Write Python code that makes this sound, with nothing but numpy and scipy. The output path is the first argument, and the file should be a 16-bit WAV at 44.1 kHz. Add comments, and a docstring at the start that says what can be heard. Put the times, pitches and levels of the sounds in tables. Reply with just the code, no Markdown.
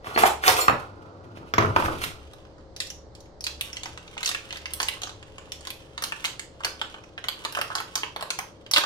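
"""Fingers work a stiff foil wrapper open: sharp single creases snap over a finer crackle of tiny ones.
Before that a cutlery drawer is pulled, rummaged in and shut, and a knife and a packet knock and slide on the
counter: short bursts ring wood and steel, streams of tiny contacts scrape, and a low rumble swells with a slide.
The tiled kitchen hums low and echoes the handled things; two close microphones hear it, the left a little earlier."""
import sys
import numpy as np
from scipy import signal
from scipy.fft import rfft, irfft, next_fast_len
from scipy.io import wavfile
from scipy.ndimage import map_coordinates

SR = 44100
rng = np.random.default_rng(int(sys.argv[2]) if len(sys.argv) > 2 else 0)


def unload_wav(signal):
    """Save mono or channel-first audio to the path in sys.argv[1] as 16-bit WAV at rate SR, clipped to [-1, 1]."""
    wavfile.write(
        sys.argv[1],
        SR,
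        np.round(np.clip(np.atleast_2d(signal).T, -1, 1) * 32767).astype(np.int16),
    )


def linear_from_db(decibels):
    """Turn decibels (scalar or array-like) into linear amplitude factors; 0 gives 1."""
    return 10 ** (np.asarray(decibels, float) / 20)


N = 390285  # samples


def unit(x):
    """Scales a sound to rms 1."""
    return x / np.sqrt(np.mean(x ** 2) + 1e-20)


def peak1(x):
    """Scales a sound to peak 1."""
    return x / np.abs(x).max()


def power_db(*levels_db):
    """Level of unrelated sounds together: their powers add."""
    return 10 * np.log10(sum(linear_from_db(db) ** 2 for db in levels_db) + 1e-14)


def along(points, hz):
    """Reads a curve of (f/Hz, value) points on a log frequency axis."""
    f, v = np.transpose(points)
    return np.interp(np.log(hz + 1), np.log(f + 1), v)


def curves(rows, silent=-120):
    """Draws straight lines through the rows: one value per sample for each column after the time."""
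    s, *cols = np.transpose(rows)
    return [np.interp(np.arange(N) / SR, s, c, silent, silent) for c in cols]


def wobble(rate):
    """A smooth random curve with rate knots a second."""
    coarse = np.arange(0, N + 32, 32)
    knots = rng.standard_normal(int(N * rate / SR) + 4)
    return np.interp(np.arange(N), coarse, map_coordinates(knots, [coarse * rate / SR]))


def filtered(x, response):
    """Multiplies the spectrum of x by a complex response of frequency."""
    m = next_fast_len(N + SR // 2)
    return irfft(rfft(x, m) * response(np.fft.rfftfreq(m, 1 / SR)), m)[..., :N]


def band(x, lo_hz, hi_hz):
    """Keeps mainly the part of x between two frequencies."""
    return signal.sosfilt(signal.butter(2, [lo_hz, hi_hz], "bandpass", fs=SR, output="sos"), x)


def struck(burst, hz, q):
    """A short burst rings one damped resonance, peak 1."""
    return peak1(signal.lfilter(*signal.iirpeak(hz, q, SR), burst))


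def rung(x, modes):
    """Sends x through side-by-side resonances of (f/Hz, width f/Hz, level/dB), with alternating signs."""
    out = 0
    for k, (hz, width, db) in enumerate(modes):
        out = out + (-1) ** k * linear_from_db(db) * signal.lfilter(*signal.iirpeak(hz, hz / width, SR), x)
    return out


def grains(spectrum, rate, spread_db, smooth):
    """Random tiny contacts of uneven size, rate a second, over a share of smooth friction noise; rms 1."""
    happens, sign, size = rng.random((3, N))
    ticks = (happens < rate / SR) * np.sign(sign - .5) * linear_from_db(-spread_db * np.log(size + .003))
    rough = unit(ticks) + smooth * rng.standard_normal(N)
    return unit(filtered(rough, lambda hz: linear_from_db(along(spectrum, hz))))


def dulled(x, db, full_db):
    """Gentle contact is dull: the treble fades as the level falls below full_db."""
    treble = band(x, lo_hz=6500, hi_hz=19000)
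    soft = signal.sosfilt(signal.butter(4, 6500, fs=SR, output="sos"), x)
    treble_db = np.clip(0.39 * (db - full_db), -30, 0)
    return linear_from_db(db) * (soft + linear_from_db(treble_db) * treble)


def add(track, s, sound):
    """Lays a sound into the track at s seconds."""
    start = round(s * SR)
    track[start:start + len(sound)] += sound


# how alike diffuse sound is at the two microphones: f/Hz, likeness (1 = the same)
LIKENESS = [(60, 0.86), (290, 0.81), (640, 0.53), (1400, 0), (15000, 0.26)]


def pair(spectrum):
    """Diffuse stereo noise of rms 1: shared and opposite parts mix to set how alike the sides are."""
    def mix(hz):
        turn = np.arccos(np.clip(along(LIKENESS, hz), -1, 1)) / 2
        return linear_from_db(along(spectrum, hz)) * [np.cos(turn), np.sin(turn)]

    mid, side = filtered(rng.standard_normal((2, N)), mix)
    return unit(np.array([mid + side, mid - side]))


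# colour of the quiet air noise: f/Hz, relative level/dB
AIR_NOISE = [(20, -14.5), (68, -23), (115, -2.5), (178, -13), (398, -10.5), (477, -9.5), (726, -15.5),
             (795, -15), (1450, -26.5), (1810, -29.5), (2050, -31), (2560, -40.5), (4400, -31.5),
             (6500, -41), (9000, -51.5), (11700, -108), (19800, -120)]
# appliance tones: f/Hz, level/dB before a shared lift and wavering
APPLIANCE_TONES = [(174, -63), (307, -62), (334, -63), (433, -62), (536, -59), (592, -63)]
# low rumble over time, swelling near 1.9 s as things slide on the counter, and mains hum before its lift;
# both then waver: t/s, low rumble level/dB, mains hum level/dB
RUMBLE_AND_MAINS = [(0, -52, -80), (.8, -52, -50.5), (1.25, -67, -50), (1.5, -55, -75), (1.9, -36.5, -62.5),
                    (2.3, -51.5, -64.5), (3, -51, -62.5), (4.4, -52, -67.5), (5.2, -51, -57),
                    (6.2, -55.5, -74), (7.4, -56.5, -64.5), (8.85, -61, -62)]


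def hum_and_low_rumble():
    """Air noise, mains hum and wavering appliance tones, and a low rumble that swells with a counter slide."""
    rumble_db, mains_db = curves(RUMBLE_AND_MAINS)
    t = np.arange(N) / SR
    hum = 0
    for hz, db in APPLIANCE_TONES:
        level = linear_from_db(db + 1 + 1.7 * wobble(3.3))
        hum = hum + level * np.sin(2 * np.pi * hz * t + 0.88 * wobble(3.2))
    mains = linear_from_db(mains_db + 3 + 2.5 * wobble(6)) * np.sin(2 * np.pi * 99.5 * t + .9 * wobble(5))
    # f/Hz, relative level/dB: a narrow hump near 71 Hz
    low = pair([(15, -8), (45, -3), (60, -6), (66, -5), (71, 10), (77, -6), (110, -10), (130, -40), (300, -110)])
    rumble = linear_from_db(rumble_db + 0.5 * wobble(3.3)) * low
    return linear_from_db(-51.5) * pair(AIR_NOISE) + rumble + hum + mains


# resonances of cupboard and counter: f/Hz, width f/Hz, level/dB
CUPBOARD = [(96.4, 22, -0.5), (137, 33, -2), (346, 385, -9.5)]
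# wooden knocks of drawer and counter, levels before shared offsets:
# t/s, level/dB, panel ring f/Hz, relative thud level/dB, relative crack level/dB
WOOD_KNOCKS = [(.045, -33.5, 430, -29.5, -6), (0.07, -30.5, 990, -5, -24), (.162, -14.5, 380, -30, -20.5),
               (.176, -13, 830, -6, -7.5), (.189, -17.5, 1030, -14, -9.5), (.236, -5.5, 810, -38, -31),
               (.256, -18, 691, -32.5, -3), (.308, -25.5, 820, -25.5, -19), (0.438, -16, 1520, -26, -10),
               (.479, -9, 900, -39, 6.5), (0.491, -10.5, 970, -21, -18.5), (0.566, -27.5, 403, -7.5, 10),
               (.682, -5.5, 1080, -15, -34), (.698, -15.5, 610, -7, -47), (1.372, -46.5, 563, 10.5, -25),
               (1.538, -18, 1080, -5, -2.5), (1.582, -7.5, 1060, -8, -9.5), (1.61, -23.5, 1390, -9, -6),
               (1.625, -21, 1140, 0, -30), (1.763, -8, 1000, -21, -13), (1.8, -22.5, 960, -23, -19),
               (1.824, -21, 935, -14, -17), (1.859, -23, 860, 0, -5), (2.017, -29.5, 1280, -24, -2),
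               (2.039, -25.5, 1264, -11, 9)]


def knocks():
    """A hard first touch and a rough contact ring the panel, thud in the cupboard and crack at the edge."""
    out, t = np.zeros(N + SR), np.arange(SR // 8) / SR
    noises = rng.standard_normal((len(WOOD_KNOCKS), len(t)))
    for (s, db, hz, thud_db, crack_db), noise in zip(WOOD_KNOCKS, noises):
        burst = noise * np.exp(-t / .002)  # the contact chatters for about 2 ms
        touch = band(burst + 12 * (t == 0), lo_hz=60, hi_hz=2580)  # wood cushions the blow
        panel = struck(touch, hz, q=3.4) + .5 * peak1(band(touch, lo_hz=285, hi_hz=2515))
        thud = linear_from_db(thud_db + 1) * peak1(rung(touch, CUPBOARD))
        crack = peak1(band(burst, lo_hz=1810, hi_hz=5840))
        crack = crack + 0.33 * peak1(band(burst, lo_hz=6000, hi_hz=16300))
        add(out, s, linear_from_db(db + 4.0) * (panel + thud + linear_from_db(crack_db - 1) * crack))
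    return out[:N]


# colour of wood scraping on wood: f/Hz, relative level/dB
SCRAPE_COLOUR = [(150, -46), (250, -18.5), (360, -2.5), (657, -4.5), (793, -3.5), (1460, -0.5),
                 (1780, -34.5), (3000, -23.5), (3900, -59.5), (6600, -120)]
# colour of loose things rattling: f/Hz, relative level/dB
RATTLE_COLOUR = [(1180, -33), (2000, -7.5), (2500, -5.5), (4710, -14), (7190, -17.5), (8330, -14.5),
                 (15100, -17.5), (15800, -37.5)]
# strokes of runners and sliding things, scrape and rattle before their flutter:
# start t/s, length t/s, scrape level/dB, rattle level/dB, counter rumble level/dB
SLIDE_STROKES = [(0.06, 0.22, -40.5, -46.5, -56), (0.188, 0.075, -30, -28, -48),
                 (0.462, 0.031, -23.5, -24, -40), (0.536, 0.092, -32.5, -33, -54),
                 (0.654, 0.2, -43.5, -56.5, -58), (0.895, 0.54, -56, -73, -49.5),
                 (1.362, 0.19, -60, -61.5, -57), (1.605, 0.106, -35.5, -52.5, -33),
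                 (1.768, .17, -37, -43, -36), (2.003, 0.069, -51, -40.5, -44),
                 (2.11, 0.083, -56.5, -58, -63)]


def slides():
    """Wood scrapes, loose things rattle, the counter rumbles underneath; each stroke rises, holds and falls."""
    rise_s, fall_s = 0.016, 0.028
    t = np.arange(N) / SR
    start, length, *levels = np.transpose(SLIDE_STROKES)[:, :, None]
    short = t[:3 * SR:40]  # the strokes all lie in the first 3 s
    rise = np.minimum((short - start) / rise_s, 0)
    fall = np.minimum((start + length - short) / fall_s, 0)
    shape_db = 20 * np.log10(np.exp(rise + fall) + 1e-9)
    scrape_db, rattle_db, rumble_db = (np.interp(t, short, power_db(*(db + shape_db))) for db in levels)
    flutter_db = 4 * wobble(70)
    scrape = linear_from_db(scrape_db + 1.9 * wobble(60)) * grains(SCRAPE_COLOUR, rate=600, spread_db=4, smooth=0.21)
    loose = grains(RATTLE_COLOUR, rate=3300, spread_db=0.0, smooth=0.84)
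    rattle = dulled(loose, rattle_db + flutter_db, full_db=-30)
    rubbing = band(rng.standard_normal(N), lo_hz=50.3, hi_hz=594)
    return scrape + rattle + linear_from_db(rumble_db) * unit(rung(rubbing, CUPBOARD))


# ringing tones of the cutlery set: f/Hz, relative level/dB, time to fall by 60 dB t/s
STEEL_TONES = [(4323, -6, .16), (5416, -3, .12), (7138, -4, .09), (7456, -6, .1), (8904, -14, .2),
               (9658, -16, .2), (11290, -15, .2), (11750, -12, .11), (12640, -14, .19), (13480, -7, .22),
               (14600, -3, .14)]
# chinks: t/s, level/dB before a shared lift, centre of the struck piece f/Hz, spread/octaves
CUTLERY_CHINKS = [(0.148, -27, 4340, 0.17), (.228, -24, 7240, .15), (.256, -31, 7500, 0.27),
                  (0.605, -20.5, 7450, 0.37), (.607, -23, 14000, .2), (0.611, -22, 5416, .15),
                  (.612, -18.5, 4323, .15), (0.621, -21.5, 10200, 0.3)]


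def cutlery():
    """Each chink rings mostly the steel tones near those of the piece that was hit."""
    out, t = np.zeros(N + SR), np.arange(SR // 3) / SR
    hz, level, t60 = np.transpose(STEEL_TONES)[:, :, None]
    lucks_db = rng.standard_normal((len(CUTLERY_CHINKS), len(STEEL_TONES), 1))
    onset = 1 - np.exp(-t / 0.00064)
    for (s, db, centre, spread), luck_db in zip(CUTLERY_CHINKS, lucks_db):
        near_db = -8 * (np.log2(hz / centre) / spread) ** 2
        ring = linear_from_db(level + near_db + luck_db - 60 * t / t60) * np.sin(2 * np.pi * hz * t)
        add(out, s, linear_from_db(db + 0.5) * ring.sum(0) * onset)
    return out[:N]


def settling(levels_db):
    """Level in dB that jumps at each crease and dies away as the foil settles."""
    settle_s = .015
    starts = np.round(np.transpose(FOIL_CREASES)[0] * SR).astype(int)
    kicks = np.bincount(starts, linear_from_db(levels_db) ** 2, N)
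    return 10 * np.log10(signal.lfilter([1], [1, -np.exp(-2 / (settle_s * SR))], kicks) + 1e-14)


# colour of the fine foil crackle: f/Hz, relative level/dB
FOIL_COLOUR = [(1200, -18), (1800, -7.5), (3100, 2), (4340, -9), (6000, -8.5), (9000, -8.5), (15000, -17.5)]
# resonances of the hollow packet: f/Hz, width f/Hz, level/dB
PACKET_HOLLOW = [(435, 480, 0.5), (1030, 420, 8), (1633, 590, -2.5)]
# pull of the fingers on the wrapper: t/s, crackle level/dB before shared offsets
FINGER_PULL = [(2.2, -50.5), (2.53, -63.5), (3.31, -94), (3.66, -44), (4.03, -50.5), (4.94, -42),
               (5.16, -56.5), (5.68, -52.5), (6.0, -53.5), (6.2, -40), (6.5, -59.5), (6.76, -45),
               (7.2, -66), (7.42, -43), (8.35, -53), (8.46, -55), (8.72, -68), (8.85, -44)]


def crumple():
    """Many tiny creases crackle in clumps, under the pull and after each big crease; the hollow rings along."""
    pull_db, = curves(FINGER_PULL)
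    _, db, pop_db, low_db, _ = np.transpose(FOIL_CREASES)
    crackle_db = power_db(pull_db - 8.0, settling(power_db(db, db + low_db) - 19))
    body_db = power_db(pull_db - 13.5, settling(db + pop_db - 7))
    clumps_db = 3 * wobble(45)
    # f/Hz, relative level/dB
    body_colour = [(200, -25), (2200, 7.5), (5000, -43), (9000, -100)]
    body = unit(rung(grains(body_colour, rate=360, spread_db=5.5, smooth=1.0), PACKET_HOLLOW))
    fine = grains(FOIL_COLOUR, rate=1200, spread_db=4.5, smooth=0.17)
    crackle = dulled(fine, crackle_db + clumps_db, full_db=-32.5)
    return crackle + linear_from_db(body_db + clumps_db) * body


# resonances of stiff foil facets, the two large ones first: f/Hz, width f/Hz, level/dB before scatter
FOIL_FACETS = [(2100, 1100, -1), (3130, 900, 0), (4350, 1000, 0), (5500, 1500, -1), (6800, 2000, -3)]
# big creases of the wrapper, levels before shared offsets: t/s, level/dB,
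# then relative to it: hollow pop level/dB, large facets level/dB, fizz level/dB
FOIL_CREASES = [(2.3342, -43, -7, -16, -11.5), (2.4512, -55.5, 3, 0, -18), (2.5818, -60.5, 8.5, -8.5, -26),
                (2.7636, -32.5, -29, -13, -14), (2.8026, -18.5, -44, -14, -20),
                (2.8702, -34, -31, -20, -12), (2.9022, -29.5, -37, -11, -13),
                (3.1509, -39.5, -37, -34, -18), (3.2049, -42.5, -31, -29, -14), (3.2574, -57, -11, 1, -17),
                (3.4076, -31.5, -31, -28, -14), (3.4408, -21.5, -32, -23, -14),
                (3.467, -21.5, -14.5, -4.5, -15), (3.6105, -31, -17, 8.5, 4.5),
                (3.7299, -30.5, -25, -9, -17), (3.7688, -30.5, -36, -4.5, -34),
                (3.8339, -25, -17, -12.5, -25), (3.8575, -32, -2.5, -2, -15),
                (3.9755, -38, -1.5, -0.5, -27), (4.0782, -46, -7, 2.5, -24), (4.1684, -47.5, 8, -1, -27),
                (4.1783, -33, -9, 3.5, -34), (4.2065, -38, -7, 3, -13), (4.2304, -22, -18, -5.5, -16),
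                (4.2477, -25.5, -24, -9, -12), (4.2592, -15, -29, -25, -23), (4.276, -23.5, -18, -10, -11),
                (4.291, -20.5, -10.5, -17, -10.5), (4.3141, -28.5, -8, 0.5, -12),
                (4.3477, -29.5, -9.5, 5, -15), (4.5067, -37.5, -16, 4.5, -23),
                (4.5263, -28, -12.5, -6, -21), (4.5584, -41.5, 0.5, 6.5, -19), (4.571, -34, -23, -3, -12.5),
                (4.6568, -29, -47, -1, -29), (4.7355, -27.5, -35, -10, 3), (4.801, -22, -13, -4, -15),
                (4.8168, -27, -8, -13, -5.5), (4.8294, -19.5, -10.5, -9, -17),
                (4.8851, -23.5, -18, 1.5, -5), (5.0182, -28, -11, -7, -13), (5.034, -25.5, -13, -5, -26),
                (5.0716, -35.5, 1.5, -10, -22), (5.0936, -37, -4, -5, -28), (5.2275, -44, -4, 1, -25),
                (5.382, -41, 0, 2, -32), (5.5196, -25.5, -27, -9.5, -17), (5.6084, -40.5, -10, -17, -21),
                (5.6515, -36.5, -20, -4, -17), (5.6712, -28.5, -10.5, -7.5, -15),
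                (5.7038, -32, -25, 1, -2.5), (5.9782, -30.5, -2.5, -3.5, -26), (6.0227, -30, 0, -5, -0.5),
                (6.0385, -18.5, -13, -11, -8), (6.122, -36, 0, 10, -17), (6.2424, -36, -13, 8, 1),
                (6.248, -24, -7.5, -0.5, -17), (6.2542, -20.5, -18, -9, -30), (6.3943, -28, -18, -4, -16.5),
                (6.6051, -48, 10, -5, -25), (6.6356, -40, -2, 8, -14), (6.6466, -19, -35, -2, -22),
                (6.6487, -22.5, -2.5, -24, -6.5), (6.8145, -29, 2.5, 5.5, -21), (6.942, -48, 4.5, 8, -30),
                (6.9838, -57, 8, 8, -18), (7.0382, -48.5, -7, 2.5, -18), (7.1784, -43, 1.5, 10, -26),
                (7.2407, -34.5, -4, 2, -21), (7.2848, -21.5, -9.5, -2, -9), (7.45, -22, -4.5, -6.5, -18.5),
                (7.5241, -34.5, -7.5, -8, -1.5), (7.5498, -32.5, -8, 3.5, -14),
                (7.5691, -38.5, 7, -14.5, -4), (7.5882, -33.5, 6, 0, -17), (7.6135, -26.5, -2.5, 3.5, -4.5),
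                (7.7024, -44, 14.5, -4, -23), (7.7152, -50, 16, 1, -20), (7.7526, -18, -6.5, -19.5, -16.5),
                (7.783, -36.5, -0.5, 4, -9), (7.8023, -37, 5.5, 1, -3), (7.9548, -17, -12.5, -10.5, -12.5),
                (7.9755, -27, -12, -24, -22), (8.0332, -54.5, 27, 31, -1), (8.1619, -31.5, 3.5, -1, -14),
                (8.2094, -31.5, -1.5, -8, -12), (8.2249, -31, 4.5, -4.5, -5),
                (8.3042, -18, -15.5, -10, -17), (8.3887, -26, -3, -4, -4), (8.6634, -45, -28, 1.5, -25),
                (8.7123, -19, -20, -15, -6), (8.7361, -9.5, -23, -18, -16.5),
                (8.7615, -16.5, -8, -0.5, -19), (8.7697, -12, -17, -4, -17), (8.7802, -15.5, -4.5, -2, -10),
                (8.8364, -29.5, 6, -2, -19)]


def creases():
    """A crease flips at once with a short after-rattle; facets and hollow ring, each crease tuning them a little."""
    direct_db, large_db, pop_lift_db, fizz_lift_db = 6.5, 2, -0.5, 7.5
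    facet_scatter_db = 2.5  # each crease moves some facets more than others
    out, t = np.zeros(N + SR), np.arange(SR // 40) / SR
    noise = rng.standard_normal((len(FOIL_CREASES), len(t)))
    flips = .17 * noise * np.exp(-t / .0018)
    flips[:, 0] = 1
    # the larger the part that moves, the softer the flip it feels
    felt_large = band(flips, lo_hz=1090, hi_hz=5270)
    felt_small = band(band(flips, lo_hz=2430, hi_hz=9300), lo_hz=1530, hi_hz=8700)
    felt_fizz = band(flips, lo_hz=6700, hi_hz=13950)
    felt_hollow = band(flips, lo_hz=260, hi_hz=2420)
    lucks = noise[:, -6:]  # five facet levels and one tuning
    rows = zip(FOIL_CREASES, felt_large, felt_small, felt_fizz, felt_hollow, lucks)
    for (s, db, pop_db, low_db, fizz_db), low, high, fizz, pop, luck in rows:
        tune = [1 + .09 * np.tanh(luck[-1]), 1, 1]
        facets = np.multiply(FOIL_FACETS, tune) + np.outer(facet_scatter_db * luck[:-1], [0, 0, 1])
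        snap = peak1(rung(high, facets[2:]))
        snap = snap + linear_from_db(low_db + large_db) * peak1(rung(low, facets[:2]))
        snap = snap + linear_from_db(fizz_db + fizz_lift_db) * peak1(fizz)
        snap = snap + linear_from_db(pop_db + pop_lift_db) * peak1(rung(pop, np.multiply(PACKET_HOLLOW, tune)))
        add(out, s, linear_from_db(db + direct_db) * snap)
    return out[:N]


# how long the room rings: f/Hz, time to fall by 60 dB t/s
ROOM_DECAY = [(100, 0.39), (800, 0.31), (2100, 0.28), (5500, 0.33), (14600, 0.19)]
# near echoes before shift, lead and shared offset: left delay t/s, right delay t/s, level/dB
NEAR_ECHOES = [(.0011, .0013, -11), (.0019, .0021, -12), (.0030, .0029, -6), (.0037, .0036, -11),
               (.0044, .0043, -6.5), (.0053, .0056, -11), (.0068, .0064, -12), (.0093, .0088, -13),
               (.0118, .0122, -11)]
# colour of the direct sound: f/Hz, level/dB to be multiplied by 4 at the left and by 3 at the right
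DIRECT_COLOUR = [(500, -0.5), (1500, 0.5), (15000, -0.5)]


def kitchen(x, tail_db, lead):
    """Direct sound (left first by lead s), near echoes and a tail; the last two change as the hands move about."""
    def direct(hz):
        return np.array([linear_from_db(along(DIRECT_COLOUR, hz) * (4.0 - ear)) * np.exp(-2j * np.pi * hz * lead * ear)
                         for ear in (0, 1)])

    echo_shift_s, build_s = .0004, .014
    out = np.pad(filtered(x, direct), ((0, 0), (0, 2 * SR)))
    step, size = SR // 4, 2 * SR // 5  # new echoes and tail every quarter second
    left, right, echo_db = np.transpose(NEAR_ECHOES)
    for start in range(0, N, step):
        hz, t, z = signal.stft(rng.standard_normal((2, size)), SR, nperseg=256)
        share = np.clip(along(LIKENESS, hz), 0, 1)[:, None]  # long waves reach both microphones alike
        z[1] = share * z[0] + np.sqrt(1 - share ** 2) * z[1]
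        decay = linear_from_db(-60 * t / along(ROOM_DECAY, hz)[:, None])
        tail = signal.istft(z * decay, SR, nperseg=256)[1]
        tail *= 1 - np.exp(-np.arange(tail.shape[1]) / SR / build_s)
        tail *= linear_from_db(tail_db) / np.linalg.norm(tail[0])
        shift = echo_shift_s * rng.uniform(-1, 1, len(NEAR_ECHOES))
        for ear, delay in enumerate((left, right + lead)):
            tail[ear, np.round(np.abs(delay + shift) * SR).astype(int)] += linear_from_db(echo_db - 1.5)
        wet = signal.fftconvolve(x[None, start:start + step], tail, axes=1)
        out[:, start:start + wet.shape[1]] += wet
    return out[:, :N]


def scene():
    """Drawer and wrapper sound in the kitchen, over air noise, hum and low rumble."""
    drawer = kitchen(knocks() + cutlery() + slides(), tail_db=-4.5, lead=0.000315)
    wrapper = kitchen(creases() + crumple(), tail_db=-5.5, lead=.00021)
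    return drawer + wrapper + hum_and_low_rumble()


def top_cut(x):
    """Nothing passes above the cut-off."""
    return signal.sosfilt(signal.butter(12, 16810, fs=SR, output="sos"), x)


# colour of the microphones: f/Hz, left minus right level/dB
MICROPHONE_TILT = [(60, 1.5), (180, 0.5), (400, 4.5), (900, -3.5), (1400, -3.5), (5000, -3), (9000, -2.5),
                   (15000, -1.5)]


def record(dry):
    """The microphones differ in colour and round off the loudest peaks; a steep low-pass then cuts the top."""
    mix = filtered(dry, lambda hz: linear_from_db(along(MICROPHONE_TILT, hz) * np.array([[.5], [-.5]])))
    mix = mix / (1 + np.abs(mix / .9) ** 4) ** .25
    # the low-pass leaves little above about 15.8 kHz
    mix = filtered(mix, lambda hz: 1 / (1 + (hz / 15800) ** 60))
    return top_cut(mix)


dry = scene()
out = record(dry)
unload_wav(out)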